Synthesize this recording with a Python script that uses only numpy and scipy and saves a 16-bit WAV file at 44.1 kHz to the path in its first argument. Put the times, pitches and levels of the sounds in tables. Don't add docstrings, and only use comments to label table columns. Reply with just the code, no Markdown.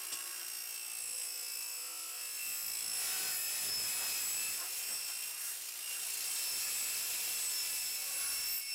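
import sys
import numpy as np
from scipy import signal
from scipy.fft import rfft, irfft, next_fast_len
from scipy.io import wavfile
from scipy.ndimage import uniform_filter1d, minimum_filter1d, map_coordinates

SR = 44100
rng = np.random.default_rng(int(sys.argv[2]) if len(sys.argv) > 2 else 0)


def generate_wav(signal):
    frames = np.transpose(np.atleast_2d(signal))
    scaled = np.clip(frames, -1, 1) * 32767
    pcm = np.round(scaled).astype(np.int16)
    wavfile.write(sys.argv[1], SR, pcm)


N = 385434
TIME = np.arange(N) / SR
TEETH, MAX_TURNS = 48, 512
FEED_CHANGES_PER_S = 15


def undb(db):
    return 10 ** (np.asarray(db) / 20)


def curves(table):
    times, *columns = np.transpose(table)
    return [np.interp(TIME, times, column) for column in columns]


def unit(x):
    return x / np.sqrt(np.mean(np.abs(x) ** 2))


def steady(x):
    return x / np.sqrt(uniform_filter1d(np.abs(x) ** 2, size=3000))


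def colour(x, points):
    hz, db = np.transpose(points)
    size = next_fast_len(N)
    freqs = np.maximum(np.fft.rfftfreq(size, 1 / SR), 1)
    gain = undb(np.interp(np.log(freqs), np.log(hz), db))
    return unit(irfft(rfft(x, size) * gain, size)[:N])


def wander(per_second):
    return map_coordinates(rng.standard_normal(4096), [TIME * per_second], order=2, mode="wrap")


def swell(start, end):
    out, inside = np.zeros(N), (TIME > start) & (TIME < end)
    out[inside] = np.sin(np.pi * (TIME[inside] - start) / (end - start))
    return out


def tone(db, cycles):
    return np.sqrt(2) * undb(db) * np.sin(2 * np.pi * cycles)


def mix(repeating, loose, share):
    share = np.clip(share, 0, 1)
    return np.sqrt(share) * repeating + np.sqrt(1 - share) * loose


def rim_noise(turns, memory_turns, per_turn):
    keep = np.exp(-1 / memory_turns)
    fresh = rng.standard_normal((MAX_TURNS, per_turn))
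    fresh[0] /= np.sqrt(1 - keep ** 2)
    marks = signal.lfilter([1], [1, -keep], fresh, axis=0).ravel()
    return unit(map_coordinates(marks, [turns * per_turn], order=3, mode="nearest"))


def scrape(turns, share, memory_turns):
    return mix(rim_noise(turns, memory_turns, per_turn=768), rng.standard_normal(N), share)


def workshop(x, fade_s=.2, level_db=-7):
    age = TIME[:SR // 2]
    tail = rng.standard_normal(len(age)) * (age > .003) * np.exp(-np.log(1000) * age / fade_s)
    return undb(level_db) * signal.fftconvolve(x, tail / np.linalg.norm(tail))[:N]


def bench(turns, angle, repeat, slowing, bite_db, eased_db):
    # pitch_hz, level_db
    rumble_shape = [(15, -20), (35, 1), (58, 1.5), (90, -2), (125, 0), (175, 3), (220, 2), (300, -1),
                    (400, 0), (900, -18)]
    # start_s, end_s, level_db
    bumps = [(0.978, 1.14, -69), (1.54, 1.65, -73), (2.42, 2.56, -68), (2.603, 2.76, -66),
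             (2.776, 3.02, -61), (3.58, 3.94, -55), (4.28, 4.6, -62.5), (4.853, 4.983, -63),
             (6.04, 6.18, -76), (6.47, 6.638, -61.5), (8.152, 8.623, -67)]
    load = undb(-75.5 + 4 * slowing + 0.97 * bite_db - 2.9 * eased_db)
    bumping = sum(undb(db) * swell(start, end) for start, end, db in bumps)
    rumble = colour(scrape(turns, 0.68 * repeat, memory_turns=36), rumble_shape)
    flap = swell(8.12, 8.65) * tone(db=-68, cycles=angle / (2 * np.pi))
    return np.hypot(load, bumping) * rumble + flap


def drive(turns):
    # cycles_per_turn, level_db
    tones = [(1, -94.5), (6, -83.5), (21, -76.5), (85.5, -64), (171, -71.5)]
    return sum(tone(db + 2 * wander(6), per_turn * turns + rng.random()) for per_turn, db in tones)


def pan_rings():
    # start_s, end_s, pitch_hz, level_db
    notes = [(-.3, 0.51, 1102, -62.5), (-.2, 0.62, 1400, -70), (0, 0.5, 1626, -61), (-.3, 0.63, 355, -70),
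             (1.06, 3.3, 337, -79), (.6, 2.4, 506, -71), (1.65, 2.4, 1283, -65), (1.7, 4.2, 732, -74),
             (2.5, 4.4, 1130, -75), (3, 3.4, 1512, -52), (3, 3.66, 1796, -54), (4.5, 4.9, 392, -67.5),
             (5, 5.8, 1650, -71), (7.8, 8.5, 555, -66), (7.9, 8.3, 772, -66.5), (8, 8.45, 1114, -61.5),
             (7, 11, 1513, -73), (7.5, 9.7, 2210, -57)]
    out, shake = 0, unit(1 + .8 * (wander(70) + 1j * wander(70)))
    for k, (start, end, hz, db) in enumerate(notes):
        ring = np.real(np.roll(shake, k * SR // 2) * np.exp(2j * np.pi * hz * TIME))
        out += np.sqrt(2) * undb(db) * swell(start, end) * ring
    return out


def pan_clatter(turns, repeat, rasp_db, eased_db, fade_db_per_s=0.77):
    # pitch_hz, level_db
    clatter_shape = [(200, -26), (290, -16.5), (335, -3), (420, -3), (560, -2.5), (750, 0), (1100, 0.5),
                     (1500, 2.5), (2000, 0), (2500, -2.5), (4000, -14)]
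    gain = undb(rasp_db - 9 - fade_db_per_s * TIME - 0.3 * eased_db)
    return gain * colour(scrape(turns, repeat, memory_turns=19), clatter_shape)


def rubs():
    # start_s, end_s, low_hz, high_hz, level_db
    touches = [(.05, .5, 950, 1820, -62.5), (3.164, 3.277, 310, 410, -58), (3.17, 3.353, 1100, 2420, -56),
               (3.58, 3.72, 4000, 14000, -44), (3.97, 4.104, 724, 1900, -47),
               (4.02, 4.17, 3000, 13000, -43), (4.56, 4.69, 560, 1720, -52.5),
               (4.862, 4.983, 500, 2400, -54), (5.07, 5.135, 800, 2400, -53), (5.06, 5.14, 3000, 9000, -49),
               (5.36, 5.567, 6400, 14000, -42), (5.294, 5.6, 1190, 2300, -55.5),
               (5.797, 6.1, 1300, 1730, -62), (8.064, 8.48, 1360, 1630, -54.5)]
    out, noise = 0, rng.standard_normal(N)
    for start, end, low_hz, high_hz, db in touches:
        band = signal.butter(2, [low_hz, high_hz], "band", fs=SR, output="sos")
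        out += undb(db) * swell(start, end) * unit(signal.sosfilt(band, noise))
    return out


def snag(start_s=.1235, level_db=-25.5, decay_s=0.011):
    # pitch_hz, level_db
    clack_shape = [(40, -25), (120, -10), (400, -4), (1500, -8), (2700, 1), (4000, -3), (5400, 8),
                   (6600, -4.5), (8000, 11), (11000, -13), (16000, -6)]
    age = TIME - start_s
    fade = (age > 0) * np.exp(-np.abs(age) / decay_s)
    return undb(level_db) * fade * colour(rng.standard_normal(N), clack_shape)


def singing():
    # start_s, end_s, pitch_hz, level_db
    notes = [(8.17, 8.64, 5440, -42.5), (8.1, 8.42, 10775, -40.5), (8.08, 8.44, 13470, -50),
             (8.44, 8.63, 13445, -38.5)]
    return sum(swell(start, end) * tone(db, hz * TIME) for start, end, hz, db in notes)


def chatter(turns, throb):
    return throb * swell(1.65, 2.4) * tone(db=-62, cycles=TEETH / 2 * turns)


def sheet_echoes(x):
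    delays = rng.integers(SR // 1000, SR // 110, size=8)
    return x + .19 * sum(wander(1.2) * np.roll(x, delay) for delay in delays)


def chip_breaks(per_second, decay_s):
    hits = (rng.random(N) < per_second / SR) * rng.exponential(size=N)
    bursts = signal.lfilter([1], [1, -np.exp(-1 / (decay_s * SR))], hits)
    return bursts / bursts.mean()


def chips(turns, repeat, throb):
    # pitch_hz, width_hz, level_db (compared with the rasp)
    blade_notes = [(2330, 22, -22), (3340, 90, -13), (4133, 53, -4.5), (6080, 25, -17), (6860, 62, -4),
                   (7510, 100, -0.5), (10260, 67, -2), (11140, 280, -20), (15300, 200, 4)]
    # pitch_hz, level_db
    rasp_shape = [(1200, -18.5), (2300, -0.5), (3700, -1), (4900, 2), (6500, 2), (7500, 3.5), (9000, 1),
                  (9900, 4.5), (11500, 1.5), (12800, 1), (14600, -2), (15600, -7)]
    pulses = 1 + 0.23 * np.cos(2 * np.pi * TEETH * turns)
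    cracks = np.sqrt(1 + 0.44 * chip_breaks(per_second=74, decay_s=0.0067))
    tearing = steady(sheet_echoes(scrape(turns, 0.87 * repeat, memory_turns=6)))
    rasp = tearing * pulses * throb * cracks
    ringing = sum(undb(db) * signal.lfilter(*signal.iirpeak(hz, hz / width, SR), rasp)
                  for hz, width, db in blade_notes)
    return colour(rasp + ringing, rasp_shape)


def throbbing(angle, slowing):
    # start_s, end_s, extra_depth, judder (a shake every second turn)
    wobbles = [(-1.2, 2.1, .24, 0), (2.6, 3.02, .33, 0), (3.3, 3.75, .2, 0), (5.2, 5.6, 0, .14),
               (5.6, 5.95, .3, .08), (6, 6.38, .42, .35), (8.35, 8.65, .2, 0)]
    depth = np.maximum(0.044 - 0.019 * slowing, 0)
    depth += sum(extra * swell(start, end) for start, end, extra, _ in wobbles)
    judder = sum(amount * swell(start, end) for start, end, _, amount in wobbles)
    dig = np.cos(angle) - .33 * np.sin(2 * angle) - .11 * np.cos(3 * angle)
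    return np.exp(depth * dig - judder * np.cos(angle / 2))


def uneven_teeth(turns, share, width_hz=91, memory_turns=17.5):
    worn = rim_noise(turns, memory_turns, TEETH) + 1j * rim_noise(turns, memory_turns, TEETH)
    chance = rng.standard_normal((2, MAX_TURNS * TEETH))
    loose = np.interp(turns * TEETH, np.arange(chance.shape[1]), chance[0] + 1j * chance[1])
    smoothing = np.exp(-2 * np.pi * width_hz / SR)
    return steady(signal.lfilter([1], [1, -smoothing], mix(unit(worn), unit(loose), share)))


def whine_levels(slowing, bite_db, eased_db, waver_db=1.1, drain=0.054):
    # usual_level_db, db_per_lost_turn_per_s, db_per_bite_db
    harmonics = [(-54, 1.0, 0.3), (-51, 1.4, 0.25), (-48.5, 1.27, 0.13), (-52, 0.95, 0.25),
                 (-51.5, 1.3, 0.28)]
    # start_s, end_s, harmonic, boost_db
    squeals = [(0.456, 0.851, 2, 1.5), (.48, 0.801, 5, 2), (0.918, 1.3, 3, 5.5), (1.0, 1.318, 4, 5.5),
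               (1.098, 1.85, 2, 2.5), (1.42, 1.78, 5, 3), (1.48, 1.8, 4, 3), (1.922, 2.15, 4, 5),
               (2.36, 2.562, 1, 5.5), (2.3, 2.8, 5, 6.5), (2.42, 2.625, 3, 4.5), (2.6, 3.12, 2, 5),
               (2.68, 3.02, 3, 4), (2.748, 3.15, 4, 6), (2.92, 3.327, 1, 3), (3.3, 3.72, 4, 4.5),
               (3.295, 3.52, 5, 6.5), (3.652, 3.89, 2, 10.5), (3.8, 4.0, 4, 5), (3.798, 3.95, 5, 0),
               (4.2, 4.46, 3, 7), (4.36, 4.53, 1, 6), (4.383, 4.537, 4, 5.5), (4.25, 4.55, 5, 3),
               (4.62, 5.0, 5, 4.5), (4.78, 5.198, 1, 2.5), (4.842, 4.99, 3, 6), (4.8, 5.17, 2, 5),
               (5.6, 6.08, 1, 5), (5.85, 6.17, 3, 1.5), (6.02, 6.158, 4, 4.5), (6.25, 6.45, 3, 4),
               (6.306, 6.65, 2, 6), (6.7, 6.98, 3, 4), (7.0, 7.35, 5, 1), (7.39, 7.54, 3, 6.5),
               (7.48, 7.72, 2, 10), (7.721, 8.0, 2, 6.5), (8.38, 8.58, 2, 6.5), (8.598, 8.86, 2, 10.5),
               (8.624, 8.86, 1, 6.5), (8.48, 8.859, 4, 6.5)]
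    levels = [db + per_slowing * slowing + per_bite * bite_db - eased_db
              + waver_db * wander(FEED_CHANGES_PER_S) for db, per_slowing, per_bite in harmonics]
    boosts = np.zeros((len(levels), N))
    for start, end, harmonic, db in squeals:
        boosts[round(harmonic) - 1] += db * swell(start, end) ** .8
    total = boosts.sum(axis=0)
    levels = [db + own - drain * (total - own) for db, own in zip(levels, boosts)]
    return levels + [levels[-1] - 10]


def whine(turns, angle, repeat, throb, purity_db, levels):
    extra_purity = [1, -0.5, -10, -1, -14, -17]
    strike = 2 * np.pi * TEETH * (turns + 0.00033 * wander(30))
    strike += 0.13 * np.sin(angle)
    out, pulsing = 0, throb ** 1.6
    for k, (db, extra_db) in enumerate(zip(levels, extra_purity), 1):
        clean_share = 1 / (1 + undb(-2 * (purity_db + extra_db + .8 * (db + 48))))
        buzz = uneven_teeth(turns, share=0.66 + 0.35 * repeat)
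        buzz *= np.exp(-2j * np.pi * turns)
        core = 1 + (k == 1) * 0.34 * np.exp(-2j * angle)
        strength = steady(mix(core, buzz, clean_share) * pulsing)
        out += undb(db) * np.sqrt(2) * np.real(strength * np.exp(1j * k * strike))
    return undb(2.5) * out


def scene(usual_turns_per_s=56, usual_rasp_db=-43, high_spot_turns=.17):
    # time_s, turns_per_s
    speeds = [(0.0, 58.31), (0.91, 57.28), (1.44, 56.15), (2.04, 55.76), (2.36, 56.24), (2.63, 55.21),
              (2.95, 55.67), (3.29, 54.06), (3.7, 54.69), (4.11, 53.64), (4.57, 55.35), (4.76, 56.84),
              (5.08, 56.4), (5.59, 58.56), (5.86, 58.48), (6.09, 56.97), (6.47, 55.71), (7.01, 55.22),
              (7.28, 55.9), (7.8, 55.2), (8.19, 56.07), (8.74, 56.07)]
    # time_s, level_db
    bites = [(0, -47), (.6, -47.5), (1.3, -49.5), (2.3, -47.5), (2.9, -45.5), (3.07, -33.5), (3.25, -36.5),
             (3.42, -41.3), (3.7, -38.5), (4.1, -37), (4.72, -43), (5.28, -45), (5.8, -44.5), (6.5, -38.5),
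             (6.95, -38), (7.54, -37.8), (7.96, -42.5), (8.22, -39), (8.5, -41), (8.65, -48.5),
             (8.74, -46.5)]
    # time_s, repeat (0-1, how alike the turns are), purity_db (of the whine)
    evenness = [(0, .38, -15), (.6, 0.77, 2), (1.2, 0.67, -3), (2, 1, -12), (2.45, 0.85, 0.5),
                (2.85, 0.8, -1.5), (3.7, 0.4, 0), (4.1, .05, -2), (4.5, 0.6, 2), (4.8, .1, -2.5),
                (5.6, 0.22, 10), (6, 0.01, 2.5), (7.1, .05, -0.5), (7.6, 0.2, 4.5), (8.25, 0.45, 5),
                (8.74, 0.05, 5.5)]
    # start_s, end_s, whine_drop_db
    eases = [(1.776, 2.298, 3), (4.58, 4.858, 2), (5.3, 5.478, 2.5), (5.497, 5.876, 7), (7.956, 8.167, 2.5),
             (8.594, 8.727, 5)]
    spin = curves(speeds)[0]
    rasp_db = curves(bites)[0] + .5 * wander(FEED_CHANGES_PER_S)
    repeat, purity_db = curves(evenness)
    turns = np.cumsum(spin) / SR
    angle = 2 * np.pi * (turns - high_spot_turns)
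    slowing, bite_db = usual_turns_per_s - spin, rasp_db - usual_rasp_db
    eased_db = sum(db * swell(start, end) for start, end, db in eases)
    throb = throbbing(angle, slowing)

    body = undb(rasp_db) * chips(turns, repeat, np.sqrt(throb))
    body += pan_clatter(turns, repeat, rasp_db, eased_db)
    body += bench(turns, angle, repeat, slowing, bite_db, eased_db)
    body += pan_rings() + rubs() + drive(turns)
    blade = whine(turns, angle, repeat, throb, purity_db, whine_levels(slowing, bite_db, eased_db))
    blade += chatter(turns, throb) + singing() + snag()
    echoes = workshop(body + blade / 2)
    return np.tile(undb(-0.56) * (body + blade + echoes), (2, 1))


def record(dry, limit_db=-28.7, top_hz=15750):
    gain = np.minimum(1, undb(limit_db) / (np.abs(dry) + 1e-9))
    gain = uniform_filter1d(minimum_filter1d(gain, size=41), size=41)
    treble_cut = signal.ellip(10, .05, 60, top_hz, fs=SR, output="sos")
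    return signal.sosfiltfilt(treble_cut, dry * gain)


dry = scene()
out = record(dry)
generate_wav(out)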